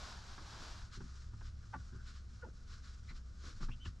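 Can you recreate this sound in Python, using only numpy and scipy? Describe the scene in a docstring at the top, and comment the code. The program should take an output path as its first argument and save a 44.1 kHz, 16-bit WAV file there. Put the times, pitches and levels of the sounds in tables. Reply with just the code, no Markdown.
"""A cloth wipes the side window of a parked van, heard from inside on a stereo pair of microphones.
Its fibres catch and let go in a swish across the pane; now and then it grips the glass and squeaks.
The hand bumps the window, which thuds and rattles in its seal, and rocks the door.
Clothes rustle first, as the arm reaches over, and a low rumble fills the cabin throughout."""
import sys
import numpy as np
from scipy import signal
from scipy.fft import rfft, irfft
from scipy.io import wavfile

SR = 44100
rng = np.random.default_rng(int(sys.argv[2]) if len(sys.argv) > 2 else 0)


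def int16_out(signal):
    """Quantize to a 16-bit WAV file."""
    q = np.round(np.clip(np.atleast_2d(signal).T, -1, 1) * 32767)
    wavfile.write(sys.argv[1], SR, q.astype(np.int16))


N = 176400
T = np.arange(N) / SR
HZ = np.maximum(np.arange(N // 2 + 1) * SR / N, 1)
CUTOFF_HZ = 13100


def from_db(db):
    """Decibels to gain."""
    return 10 ** (np.asarray(db) / 20)


def rms_one(x):
    """Scale to rms 1."""
    return x / np.sqrt(np.mean(x ** 2) + 1e-20)


def gain_at(spectrum, hz):
    """Gain from a table of decibels, read on a log-frequency axis."""
    freqs, db = np.transpose(spectrum)
    return from_db(np.interp(np.log(hz), np.log(freqs), db))


def fader(points):
    """Gain over time from a level curve."""
    return from_db(np.interp(T, *np.transpose(points)))


def drift(width_hz, centre_hz=0):
    """Random wavering in a band of frequencies; rms 1."""
    white = rfft(rng.standard_normal(N))
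    return rms_one(irfft(white / (1 + ((HZ - centre_hz) / width_hz) ** 2), N))


def swells(rows):
    """Gain over time of bell-shaped movements, each with its own rise and fall."""
    bells = [from_db(db) * np.exp(-((T - peak) / np.where(T < peak, rise, fall)) ** 2)
             for peak, rise, fall, db in rows]
    return np.linalg.norm(bells, axis=0)


def cabin(x, wet_db, t60):
    """Direct sound plus the short, dense reflections of the van's close walls."""
    t = T[:SR // 4]
    tails = rng.standard_normal((2, len(t))) * from_db(-60 * t / t60) * (t > .002)
    tails /= np.sqrt(np.sum(tails ** 2, axis=1, keepdims=True))
    return x + from_db(wet_db) * signal.fftconvolve(x[None], tails, axes=1)[:, :N]


# Base stereo width at the microphones. Each row: frequency in Hz, side minus mid in dB.
STEREO_WIDTH = [(30, -40), (120, -24), (250, -16), (900, -11.5), (2200, -5.5), (4200, -15.5), (7500, -35),
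                (9500, -3.5)]
def coloured(source, spectrum, wider_db=0):
    """Two unrelated signals become one stereo sound with the given spectrum; rms 1."""
    low_cut = HZ ** 2 / (HZ ** 2 + 14 ** 2)
    mid, side = rfft(source) * gain_at(spectrum, HZ) * low_cut
    side *= gain_at(STEREO_WIDTH, HZ) * from_db(wider_db)
    return rms_one(irfft(mid + side * [[1], [-1]], N))


def friction(spectrum, flutter_db, flutter_hz):
    """Countless tiny slips of fibres over a smooth hiss, under uneven pressure."""
    slips_per_s, spread_db, slip_share = 5000, 1, .41
    sizes = from_db(spread_db * np.minimum(rng.exponential(1, (2, N)), 4))
    signs = rng.choice([-1, 1], (2, N))
    slips = rms_one(sizes * signs * (rng.random((2, N)) < slips_per_s / SR))
    hiss = rng.standard_normal((2, N))
    rubbing = np.sqrt(slip_share) * slips + np.sqrt(1 - slip_share) * hiss
    pressure = from_db(flutter_db * drift(flutter_hz))
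    return coloured(rubbing * pressure, spectrum)


# Room tone, all around the microphones. Each row: frequency in Hz, relative density in dB.
RUMBLE_SPECTRUM = [(18, 4.5), (30, 7.5), (50, -6), (80, -5), (130, -13.5), (200, -17), (300, -28.5),
                   (800, -41), (2000, -47.5), (8000, -55), (14000, -86)]
# Cabin resonances, dead centre. Each row: frequency in Hz, half-width in Hz, level in dB.
CABIN_BOOMS = [(64.6, 4.4, -53), (105.96, 1.34, -62)]
def rumble():
    """Steady low rumble, booming at two resonances of the cabin."""
    bed = from_db(-52.5) * coloured(rng.standard_normal((2, N)), RUMBLE_SPECTRUM, wider_db=11.5)
    return bed + sum(from_db(db) * drift(width, centre_hz=hz) for hz, width, db in CABIN_BOOMS)


# The arm reaching across to the window. Each row: time in seconds, level in dB.
REACH_LEVELS = [(0, -52.5), (.08, -54), (.16, -55), (.22, -61), (.32, -56.5), (.44, -59), (.51, -54.5),
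                (.58, -56), (.67, -53), (.79, -59.5), (.87, -66.5), (1.0, -116)]
# Body on seat, hand on pane. Each row: peak time, rise and fall in seconds, level in dB.
SCUFF_SWELLS = [(.388, 0.005, 0.033, -53.5), (.59, 0.075, 0.072, -60.5), (2.474, 0.028, 0.035, -58),
                (3.46, .035, 0.055, -59), (3.607, .005, 0.021, -54)]
# Tone of the rustle and of the scuffs. Each row: frequency in Hz, relative density in dB.
RUSTLE_SPECTRUM = [(230, -6.5), (480, -8.5), (700, -4), (1100, -0.5), (1500, -1.5), (1950, -9.5),
                   (2660, -11.5), (4100, -5.5), (5300, -6.5), (7200, -14.5), (8300, -23), (11000, -38),
                   (13000, -39)]
SCUFF_SPECTRUM = [(330, 13.5), (900, -3.5), (1500, 1), (3000, -47)]
def clothes():
    """Sleeve and back slide over the seat; dull scuffs come from the seat and the hand on the pane."""
    rustle = fader(REACH_LEVELS) * friction(RUSTLE_SPECTRUM, flutter_db=.9, flutter_hz=9.3)
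    scuffs = swells(SCUFF_SWELLS) * friction(SCUFF_SPECTRUM, flutter_db=4.5, flutter_hz=135)
    return rustle + scuffs


# Pushes on the door, alike on both microphones.
# Each row: peak time and half-length in seconds, frequency in Hz, level in dB.
DOOR_PUSHES = [(1.536, 0.021, 70.5, -44.5), (1.776, 0.027, 62.3, -47.5), (2.494, 0.026, 63, -43),
               (3.153, 0.027, 27.6, -43.5), (3.67, 0.064, 24, -37), (3.884, 0.0092, 76, -37.5)]
def door():
    """The door panel sways for a few slow cycles when pushed."""
    out = np.zeros(N)
    for peak, half_length, hz, db in DOOR_PUSHES:
        sway = np.sqrt(2) * np.sin(2 * np.pi * hz * (T - peak) + rng.uniform(0, 2 * np.pi))
        out += swells([(peak, half_length, half_length, db)]) * sway
    return out


# The hand on the window. Each row: start in seconds, relative thud and rattle levels in dB.
HAND_BUMPS = [(.378, -63, -50), (0.971, -53.5, -78), (1.004, -47.5, -52), (1.037, -58, -79),
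              (1.333, -54, -61), (1.409, -83, -55), (1.749, -49, -72), (1.924, -54.5, -70),
              (1.945, -49, -66), (3.105, -55.5, -57), (3.604, -50, -56), (3.625, -54.5, -51),
              (3.684, -50.5, -52), (3.855, -53.5, -55.5)]
# The window in its frame. Each row: mean frequency in Hz, gain in dB, 60 dB decay time in seconds.
WINDOW_MODES = [(125.7, 5, 0.23), (175.3, -0.5, 0.23), (234.5, 0.5, 0.18), (314.6, -4.5, 0.096),
                (363, -5.5, 0.1), (413, -13, 0.075)]
# The glass shaking in its seal. Each row: frequency in Hz, relative density in dB.
RATTLE_SPECTRUM = [(400, -6), (700, -12.5), (1100, -0.5), (1500, -0.5), (2000, -16.5), (7000, -33),
                   (13000, -75)]
def bumps():
    """Each bump rings the window's low modes and briefly rattles it in its seal."""
    thud_attack_s = .0037  # the cloth cushions the blow
    rattle_attack_s, rattle_t60_s = .0048, .067
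    thuds, shake = np.zeros(N), np.zeros(N)
    for start, thud_db, rattle_db in HAND_BUMPS:
        on = (T >= start) & (T < start + .3)
        t = T[on] - start
        for hz, db, t60 in WINDOW_MODES:
            strength = rng.choice([-1, 1]) * from_db(thud_db + db + 2 * rng.normal())
            detuned_hz = hz * (1 + .045 * rng.normal())
            envelope = from_db(-60 * t / t60) * (1 - np.exp(-t / thud_attack_s))
            thuds[on] += strength * envelope * np.sin(2 * np.pi * detuned_hz * t)
        shake[on] += from_db(rattle_db - 60 * t / rattle_t60_s) * (1 - np.exp(-t / rattle_attack_s))
    thuds = cabin(thuds, wet_db=-12.5, t60=.2)
    return thuds + 2 * shake * friction(RATTLE_SPECTRUM, flutter_db=.5, flutter_hz=34)


# The cloth gripping the glass, centred between the microphones. Each row: start and length in
# seconds, first, middle and last pitch in Hz, level in dB, roughness from 0 to 1.
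GRIPS = [(1.727, 0.044, 401.3, 391.3, 373, -49, 0.61), (1.727, 0.026, 1590, 1538, 1500, -52.5, 0.26),
         (1.735, .018, 897, 881, 840, -45, 0.13), (2.419, 0.026, 1543, 1436, 1400, -53.5, 0.11),
         (2.426, .033, 513, 487, 432, -53, .04), (2.439, .019, 900, 891, 880, -55, 0.059),
         (3.074, 0.053, 2239, 2094, 2187, -60.5, 0.85), (3.089, 0.016, 3984, 4040, 4140, -60.5, .1),
         (3.701, .054, 2130, 2900, 2950, -59.5, 0.69), (3.795, .072, 2865, 3086, 2910, -61.5, 0.19),
         (3.848, 0.023, 3016, 2820, 2640, -56, 0.44), (3.847, .024, 2230, 1805, 1700, -59, 0.21)]
# How the pane colours a squeak. Each row: frequency in Hz, relative gain in dB.
SQUEAK_RESPONSE = [(380, -18), (490, 11.5), (620, -12), (880, -1), (1180, 0.5), (1500, -0.5), (1900, -28.5),
                   (3000, -28.5), (4500, -36), (11000, -75)]
def squeaks():
    """Stick and slip: a harmonic tone, part clean and part rasp, arcs in pitch."""
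    attack, release = .33, .4  # shares of a squeak's length
    jitter, rasp_hz = .04, 330  # pitch spread at full roughness; noise width around each partial
    out = np.zeros(N)
    wobble = drift(380)
    rasps = [(drift(rasp_hz) + 1j * drift(rasp_hz)) / np.sqrt(2) for _ in range(7)]
    for start, length, first, middle, last, db, rough in GRIPS:
        on = (T >= start) & (T < start + length)
        progress = (T[on] - start) / length
        arc = np.polyfit([0, .5, 1], [first, middle, last], 2)
        hz = np.polyval(arc, progress) * (1 + jitter * rough * wobble[on])
        phase = 2 * np.pi * np.cumsum(hz) / SR
        tone = np.zeros(len(hz))
        for k, rasp in enumerate(rasps, 1):
            partial = np.exp(1j * (k * phase + rng.uniform(0, 2 * np.pi)))
            grain = np.sqrt(1 - rough) + np.sqrt(rough) * rasp[on]
            if k * middle < CUTOFF_HZ:
                tone += gain_at(SQUEAK_RESPONSE, k * hz) * (grain * partial).real
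        envelope = np.clip(np.minimum(progress / attack, (1 - progress) / release), 0, 1)
        out[on] += from_db(db) * envelope * rms_one(tone)
    return cabin(out, wet_db=-8, t60=.11)


# Resonances of the side window. Each entry: frequency in Hz.
GLASS_PEAKS_HZ = [1455, 3970, 4190, 4740, 5320]
def pane(x):
    """The glass rings a little under the cloth, lifting a few narrow bands."""
    half_width_hz, lift_db = 16.3, 5.5
    peaks = sum(1 / (1 + ((HZ - hz) / half_width_hz) ** 2) for hz in GLASS_PEAKS_HZ)
    return irfft(rfft(x) * from_db(lift_db * peaks), N)


# Light rubbing on the glass, an arm's reach from the seat. Each row: time in seconds, level in dB.
GLIDE_LEVELS = [(.7, -67), (.85, -66.5), (1.17, -65.5), (1.3, -72), (1.39, -67.5), (1.54, -73),
                (1.68, -67.5), (1.9, -69), (2.25, -73), (2.35, -69.5), (2.6, -72.5), (2.95, -67.5),
                (3.25, -71.5), (3.58, -65.5), (3.8, -70.5), (4, -74.5)]
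# Quick strokes and pressed drags. Each row: peak time, rise and fall in seconds, level in dB.
STROKE_SWELLS = [(.952, 0.031, 0.029, -56), (1.465, 0.024, 0.035, -62.5), (2.092, 0.038, 0.034, -59.5),
                 (2.16, 0.031, 0.044, -62.5), (2.737, 0.054, 0.034, -59.5), (2.862, 0.034, 0.052, -62),
                 (3.105, 0.04, 0.022, -66), (3.165, 0.022, 0.031, -64.5), (3.48, 0.06, 0.045, -56.5),
                 (3.634, 0.028, 0.025, -56), (3.863, 0.015, 0.034, -57.5)]
DRAG_SWELLS = [(.93, 0.088, 0.067, -71.5), (1.64, 0.026, 0.011, -68), (1.99, 0.09, 0.051, -68)]
# Tone of each movement from inside the van. Each row: frequency in Hz, relative density in dB.
GLIDE_SPECTRUM = [(500, -19), (900, -11.5), (1200, 1.5), (1500, 0.5), (1900, -8.5), (2600, -12.5),
                  (4000, -7), (5500, -4), (7400, -10.5), (8300, -21), (10500, -34), (12500, -46)]
STROKE_SPECTRUM = [(300, -11.5), (450, -22.5), (650, -21.5), (850, -22), (1150, -1.5), (1500, -1.5),
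                   (1900, -8.5), (2600, -12), (3900, -6), (5300, -6.5), (7400, -14), (8300, -25),
                   (10800, -38), (12500, -44)]
DRAG_SPECTRUM = [(700, -37.5), (1150, -9), (1530, 6), (1900, -15), (2600, -50)]
def wiping():
    """The cloth glides, swishes on each quick stroke and sets the pane humming when pressed."""
    glide = fader(GLIDE_LEVELS) * friction(GLIDE_SPECTRUM, flutter_db=1.5, flutter_hz=16)
    strokes = swells(STROKE_SWELLS) * friction(STROKE_SPECTRUM, flutter_db=.7, flutter_hz=36)
    drags = swells(DRAG_SWELLS) * friction(DRAG_SPECTRUM, flutter_db=1.5, flutter_hz=140)
    return pane(glide + strokes + drags)


def scene():
    """Everything heard inside the van, from the room tone up to the cloth."""
    return rumble() + clothes() + door() + bumps() + squeaks() + wiping()


# Balance of the microphone pair. Each row: frequency in Hz, left minus right in dB.
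MIC_BALANCE = [(60, 0.6), (250, -1.8), (600, -2), (1400, 2), (2600, 0.4), (5000, -1), (7000, 3.5),
               (9000, 10.5)]
def record(dry):
    """The two microphones in the cabin differ in colour; the top treble is cut steeply."""
    tilt = gain_at(MIC_BALANCE, HZ) ** np.array([[.5], [-.5]])  # half to each side
    heard = irfft(rfft(dry) * tilt, N)
    low_pass = signal.ellip(10, .1, 70, CUTOFF_HZ, fs=SR, output="sos")
    return signal.sosfilt(low_pass, heard)


dry = scene()
out = record(dry)
int16_out(out)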